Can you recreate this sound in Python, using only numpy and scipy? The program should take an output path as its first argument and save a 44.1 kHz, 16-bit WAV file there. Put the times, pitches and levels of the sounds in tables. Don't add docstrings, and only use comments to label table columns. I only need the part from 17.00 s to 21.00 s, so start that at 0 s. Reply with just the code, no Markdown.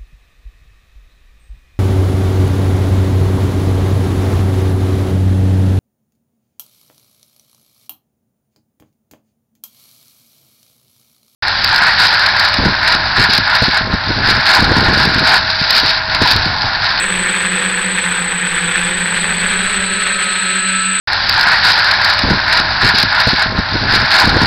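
import sys
import numpy as np
from scipy import signal
from scipy.fft import rfft, irfft
from scipy.io import wavfile

SR = 44100
rng = np.random.default_rng(int(sys.argv[2]) if len(sys.argv) > 2 else 0)


def inscribe(sig):
    pcm = np.round(np.clip(np.atleast_2d(sig).T, -1, 1) * 32767)
    wavfile.write(sys.argv[1], SR, pcm.astype(np.int16))


N = 176400
T = np.arange(N) / SR
GUST_HZ = 25
COG_ORDER, BUZZ_ORDER = 14, 42

# frequency_hz, density_db
WIND_SPECTRUM = [(10,9.5),(35,2.5),(60,0.5),(85,-0.5),(120,-7),(150,-34.5),(300,-12),(800,-50)]
HISS_SPECTRUM = [(900,-41),(1500,2.5),(2500,0),(3400,-2),(4300,-1.5),(4700,-7),(5100,-16.5),(5800,-24),(6400,-19),(7300,-26),(7700,-15),(7870,-4.5),(8230,0.5),(8500,-8),(8900,-17),(9500,-17),(9900,-20.5),(11000,-24),(12000,-42)]
WAKE_SPECTRUM = [(100,-4),(200,0.5),(290,-10.5),(380,-7),(440,-5),(520,3),(620,-13),(690,-7),(800,3.5),(1000,3),(1300,-2.5),(2000,-24.5)]
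RASP_SPECTRUM = [(500,-52),(900,-12.5),(1200,-3.5),(1450,3),(1680,4),(2050,-1),(2500,1.5),(2950,-7.5),(3400,0),(4300,-22.5),(5100,-24.5),(7000,-31.5),(12000,-37)]
# time_s, level_db
WIND_LEVEL = [(0,-34),(.14,-35),(.2,-25),(.28,-41),(1.4,-39),(1.8,-30),(2.05,-36),(2.3,-33),(2.6,-31),(2.82,-31),(3.1,-37),(3.4,-44),(4,-42)]
HISS_LEVEL = [(0,-23),(1.4,-25.5),(2.6,-22),(4,-24)]
WAKE_LEVEL = [(0,-29.5),(1.2,-30),(2.4,-30),(3,-37),(3.4,-37),(3.8,-44),(4,-42)]
RASP_LEVEL = [(0,-21),(.7,-20.5),(1.2,-22),(1.26,-28),(1.32,-19),(1.75,-19),(2.05,-25),(2.45,-20.5),(2.8,-21.5),(2.9,-27),(3.02,-20.5),(3.4,-23),(3.78,-26.5),(4,-27)]
SWITCH_HZ = [8011.76, 8031.11, 8042.05, 8065.04, 8094.52]
SWITCH_DB = [-29, -37, -25, -43.5, -45]
# time_s, level_db
SWITCH_LEVEL = [(0,0),(1.5,0),(2.8,0.5),(3.4,1),(4,5)]
BUZZ_LEVEL = [(0,-43),(1.3,-45),(2.1,-40),(2.7,-34),(3.3,-31.5),(3.7,-34),(4,-38)]
WHINE_LEVEL = [(0,-43),(.6,-39),(1.5,-40),(2.1,-48),(2.45,-42),(2.68,-28),(3,-31),(3.3,-26),(3.55,-27.5),(3.82,-22.5),(4,-27)]
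FRAME_LEVEL = [(0,-32),(.85,-29),(2.3,-33),(3,-25),(3.4,-23.5),(3.8,-20.5),(4,-22.5)]
# frequency_hz, gain_db
HOUSING_RESPONSE = [(3600,-1),(3850,0),(4250,0),(4400,-9),(4700,4)]
FRAME_RESPONSE = [(700,-27),(950,-7.5),(1150,-26),(1400,0),(1610,7.5),(1720,0),(1900,-11.5),(2150,-5),(2400,0.5),(2740,-1),(2900,-15),(3500,-12),(4250,-8.5),(5000,-30)]
ARM_RESPONSE = [(300,-8),(345,-0.5),(385,-2),(430,1.5),(460,2),(495,6.5),(525,0.5),(565,-2),(650,-3),(1200,-0.5)]
SLAP_RESPONSE = [(400,-65),(1000,-22.5),(1350,-11),(1600,-0.5),(1800,2.5),(2100,-4),(2500,-7),(3000,-25),(4200,-20),(5200,-46),(9000,-60)]
# time_s, level_db
SLAP_LEVEL = [(0,-21.5),(.8,-23.5),(1.4,-22.5),(1.75,-21.5),(2.7,-23),(3.3,-27),(3.7,-27),(4,-48)]
HUM_LEVEL = [(0,-4),(.4,0.5),(1.5,-0.5),(2.6,1),(3.2,-1.5),(3.8,-0.5),(4,-8)]
OVERTONE_LEVEL = [(0,4.5),(.8,3),(1.3,-0.5),(1.8,2.5),(2.4,3.5),(3.05,5),(3.5,1),(4,-4)]
# blade_rate_multiple, level_db
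OVERTONES = [(2, -44.5), (2.5, -58), (3, -45), (4, -52), (5, -48.5), (6, -53)]
# time_s, blade_pass_hz
NEAR_BLADE_RATE = [(0,182.9),(.2,180.6),(.48,181.3),(.62,187.7),(.74,184.2),(.86,186.8),(1.08,178.3),(1.22,177.3),(1.48,179.5),(1.66,173.1),(1.88,178.5),(2.1,173.1),(2.38,171.2),(2.5,180.4),(2.7,188.5),(3.27,183.1),(3.84,189.4),(4,187.1)]
# time_s, blade_pass_hz
OTHER_BLADE_RATES = [
    [(0,203),(.3,200),(.65,204),(1.3,190),(1.78,186),(2.07,210),(2.37,218.5),(2.6,210),(2.9,208),(3.5,200),(4,194)],
    [(0,193),(.45,194),(1.2,185),(1.7,179),(2.3,199),(2.75,204),(3.03,201.5),(3.2,196),(4,192)],
    [(0,187),(.5,179),(.8,175),(1.6,166),(1.87,173),(2.1,185),(2.45,186),(2.75,193),(3.05,186),(3.3,182.5),(3.6,186.5),(4,189)],
    [(0,170),(.45,170),(.65,163),(.9,164),(1.15,158),(1.65,155),(1.9,174),(2.2,193),(2.5,197),(2.9,193),(3.3,186),(4,190)],
]
# blade_db, overtones_db, buzz_db
ROTOR_LEVELS = [(-29, -5, -3), (-38, -3, 0.5), (-37, -3.5, -2), (-35.5, -1.5, -4.5), (-50.5, -1.5, -7)]


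def amp(db):
    return 10 ** (np.asarray(db) / 20)


def unit(x):
    return x / np.sqrt(np.mean(x ** 2) + 1e-20)


def curve(points):
    return np.interp(T, *np.transpose(points))


def response(points, hz):
    frequency_hz, gain_db = np.transpose(points)
    return amp(np.interp(np.log(hz + 1), np.log(frequency_hz), gain_db))


def shaped(x, points):
    return unit(irfft(rfft(x) * response(points, np.fft.rfftfreq(N, 1 / SR)), N))


def drift(cutoff_hz):
    coarse_s = T[::32]
    hz = np.fft.rfftfreq(len(coarse_s), 32 / SR)
    spectrum = rfft(rng.standard_normal(len(coarse_s))) / (1 + (hz / cutoff_hz) ** 2) ** 2
    return np.interp(T, coarse_s, unit(irfft(spectrum, len(coarse_s))))


def flutter(depth_db):
    return amp(depth_db * drift(GUST_HZ))


def tone(phase):
    return np.sqrt(2) * np.sin(phase + rng.uniform(0, 2 * np.pi))


def shaft_angle(blade_rate, tremble=0.000997):
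    blade_hz = curve(blade_rate) * (1 + tremble * drift(11.1))
    return np.pi * np.cumsum(blade_hz) / SR + rng.uniform(0, 2 * np.pi)


def wind():
    return amp(curve(WIND_LEVEL) - 3) * flutter(1) * shaped(rng.standard_normal(N), WIND_SPECTRUM)


def hiss():
    return amp(curve(HISS_LEVEL)) * flutter(1.34) * shaped(rng.standard_normal(N), HISS_SPECTRUM)


def controllers(angles, ripple=0.12, sway_rad=0.043):
    whistle = 0
    for hz, db, angle in zip(SWITCH_HZ, SWITCH_DB, angles):
        blade_phase = 2 * angle + drift(45)
        load = 1 + ripple * np.cos(blade_phase)
        whistle += amp(db) * load * tone(2 * np.pi * hz * T + sway_rad * np.sin(blade_phase))
    return amp(curve(SWITCH_LEVEL)) * whistle


def motor_buzz(angle, buzz_db):
    buzz_hz = BUZZ_ORDER * np.gradient(angle) * SR / (2 * np.pi)
    level = amp(curve(BUZZ_LEVEL) + buzz_db) * flutter(1.5)
    return response(HOUSING_RESPONSE, buzz_hz) * level * tone(BUZZ_ORDER * angle)


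def near_motor(angle):
    mean_shaft_hz = np.mean(curve(NEAR_BLADE_RATE)) / 2
    frame = sum(response(FRAME_RESPONSE, k * mean_shaft_hz) * flutter(2) * tone(k * angle)
                for k in range(8, 54) if k != COG_ORDER)
    whine = amp(curve(WHINE_LEVEL)) * flutter(2) * tone(COG_ORDER * angle)
    return amp(curve(FRAME_LEVEL)) * unit(frame) + whine


def blade_slaps(angles, unevenness=0.46, jitter_s=0.0002, burst_db=2.8):
    knocks = np.zeros(N)
    for angle, (blade_db, _, _) in zip(angles, ROTOR_LEVELS):
        passes = np.flatnonzero(np.diff(angle // np.pi))
        strength, lateness = rng.standard_normal((2, N))[:, :len(passes)]
        onsets = np.clip(passes + np.round(lateness * jitter_s * SR).astype(int), 0, N - 1)
        knocks[onsets] += amp(blade_db) * np.exp(unevenness * np.minimum(strength, 1))
    burst_hz = 15 * (1 + 0.482 * drift(GUST_HZ))
    bursts = amp(burst_db * tone(2 * np.pi * np.cumsum(burst_hz) / SR))
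    return amp(curve(SLAP_LEVEL)) * shaped(knocks * bursts, SLAP_RESPONSE)


def chopped_air(angles, chop_depth=0.67, spread_db=5, gust_db=2):
    puffs = sum(amp(blade_db + spread_db * drift(190)) * np.exp(chop_depth * np.cos(2 * angle))
                for angle, (blade_db, _, _) in zip(angles, ROTOR_LEVELS))
    drive = puffs * amp(gust_db * np.minimum(drift(GUST_HZ), 1))
    rasp = amp(curve(RASP_LEVEL)) * shaped(drive * rng.standard_normal(N), RASP_SPECTRUM)
    wake = amp(curve(WAKE_LEVEL)) * shaped(np.sqrt(drive) * rng.standard_normal(N), WAKE_SPECTRUM)
    return rasp + wake


def propeller(angle, blade_db, overtones_db):
    blade_phase = 2 * angle
    blade_hz = np.gradient(angle) * SR / np.pi
    hum = amp(curve(HUM_LEVEL) + blade_db) * flutter(1.03) * tone(blade_phase)
    overtones = sum(response(ARM_RESPONSE, k * blade_hz) * amp(db) * flutter(2.5) * tone(k * blade_phase)
                    for k, db in OVERTONES)
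    return hum + amp(curve(OVERTONE_LEVEL) + overtones_db) * overtones


def scene():
    angles = [shaft_angle(rate) for rate in [NEAR_BLADE_RATE] + OTHER_BLADE_RATES]
    rotors = sum(propeller(angle, blade_db, overtones_db) + motor_buzz(angle, buzz_db)
                 for angle, (blade_db, overtones_db, buzz_db) in zip(angles, ROTOR_LEVELS))
    machinery = rotors + near_motor(angles[0]) + controllers(angles)
    air = chopped_air(angles) + blade_slaps(angles) + hiss() + wind()
    return (machinery + air)[None]


def record(dry, ceiling=0.9, cutoff_hz=12064):
    rounded = dry / (1 + (dry / ceiling) ** 8) ** (1 / 8)
    low_pass = signal.firwin(2047, cutoff_hz, window=("kaiser", 9), fs=SR)
    return signal.oaconvolve(rounded, low_pass[None], "same")


dry = scene()
out = record(dry)
inscribe(out)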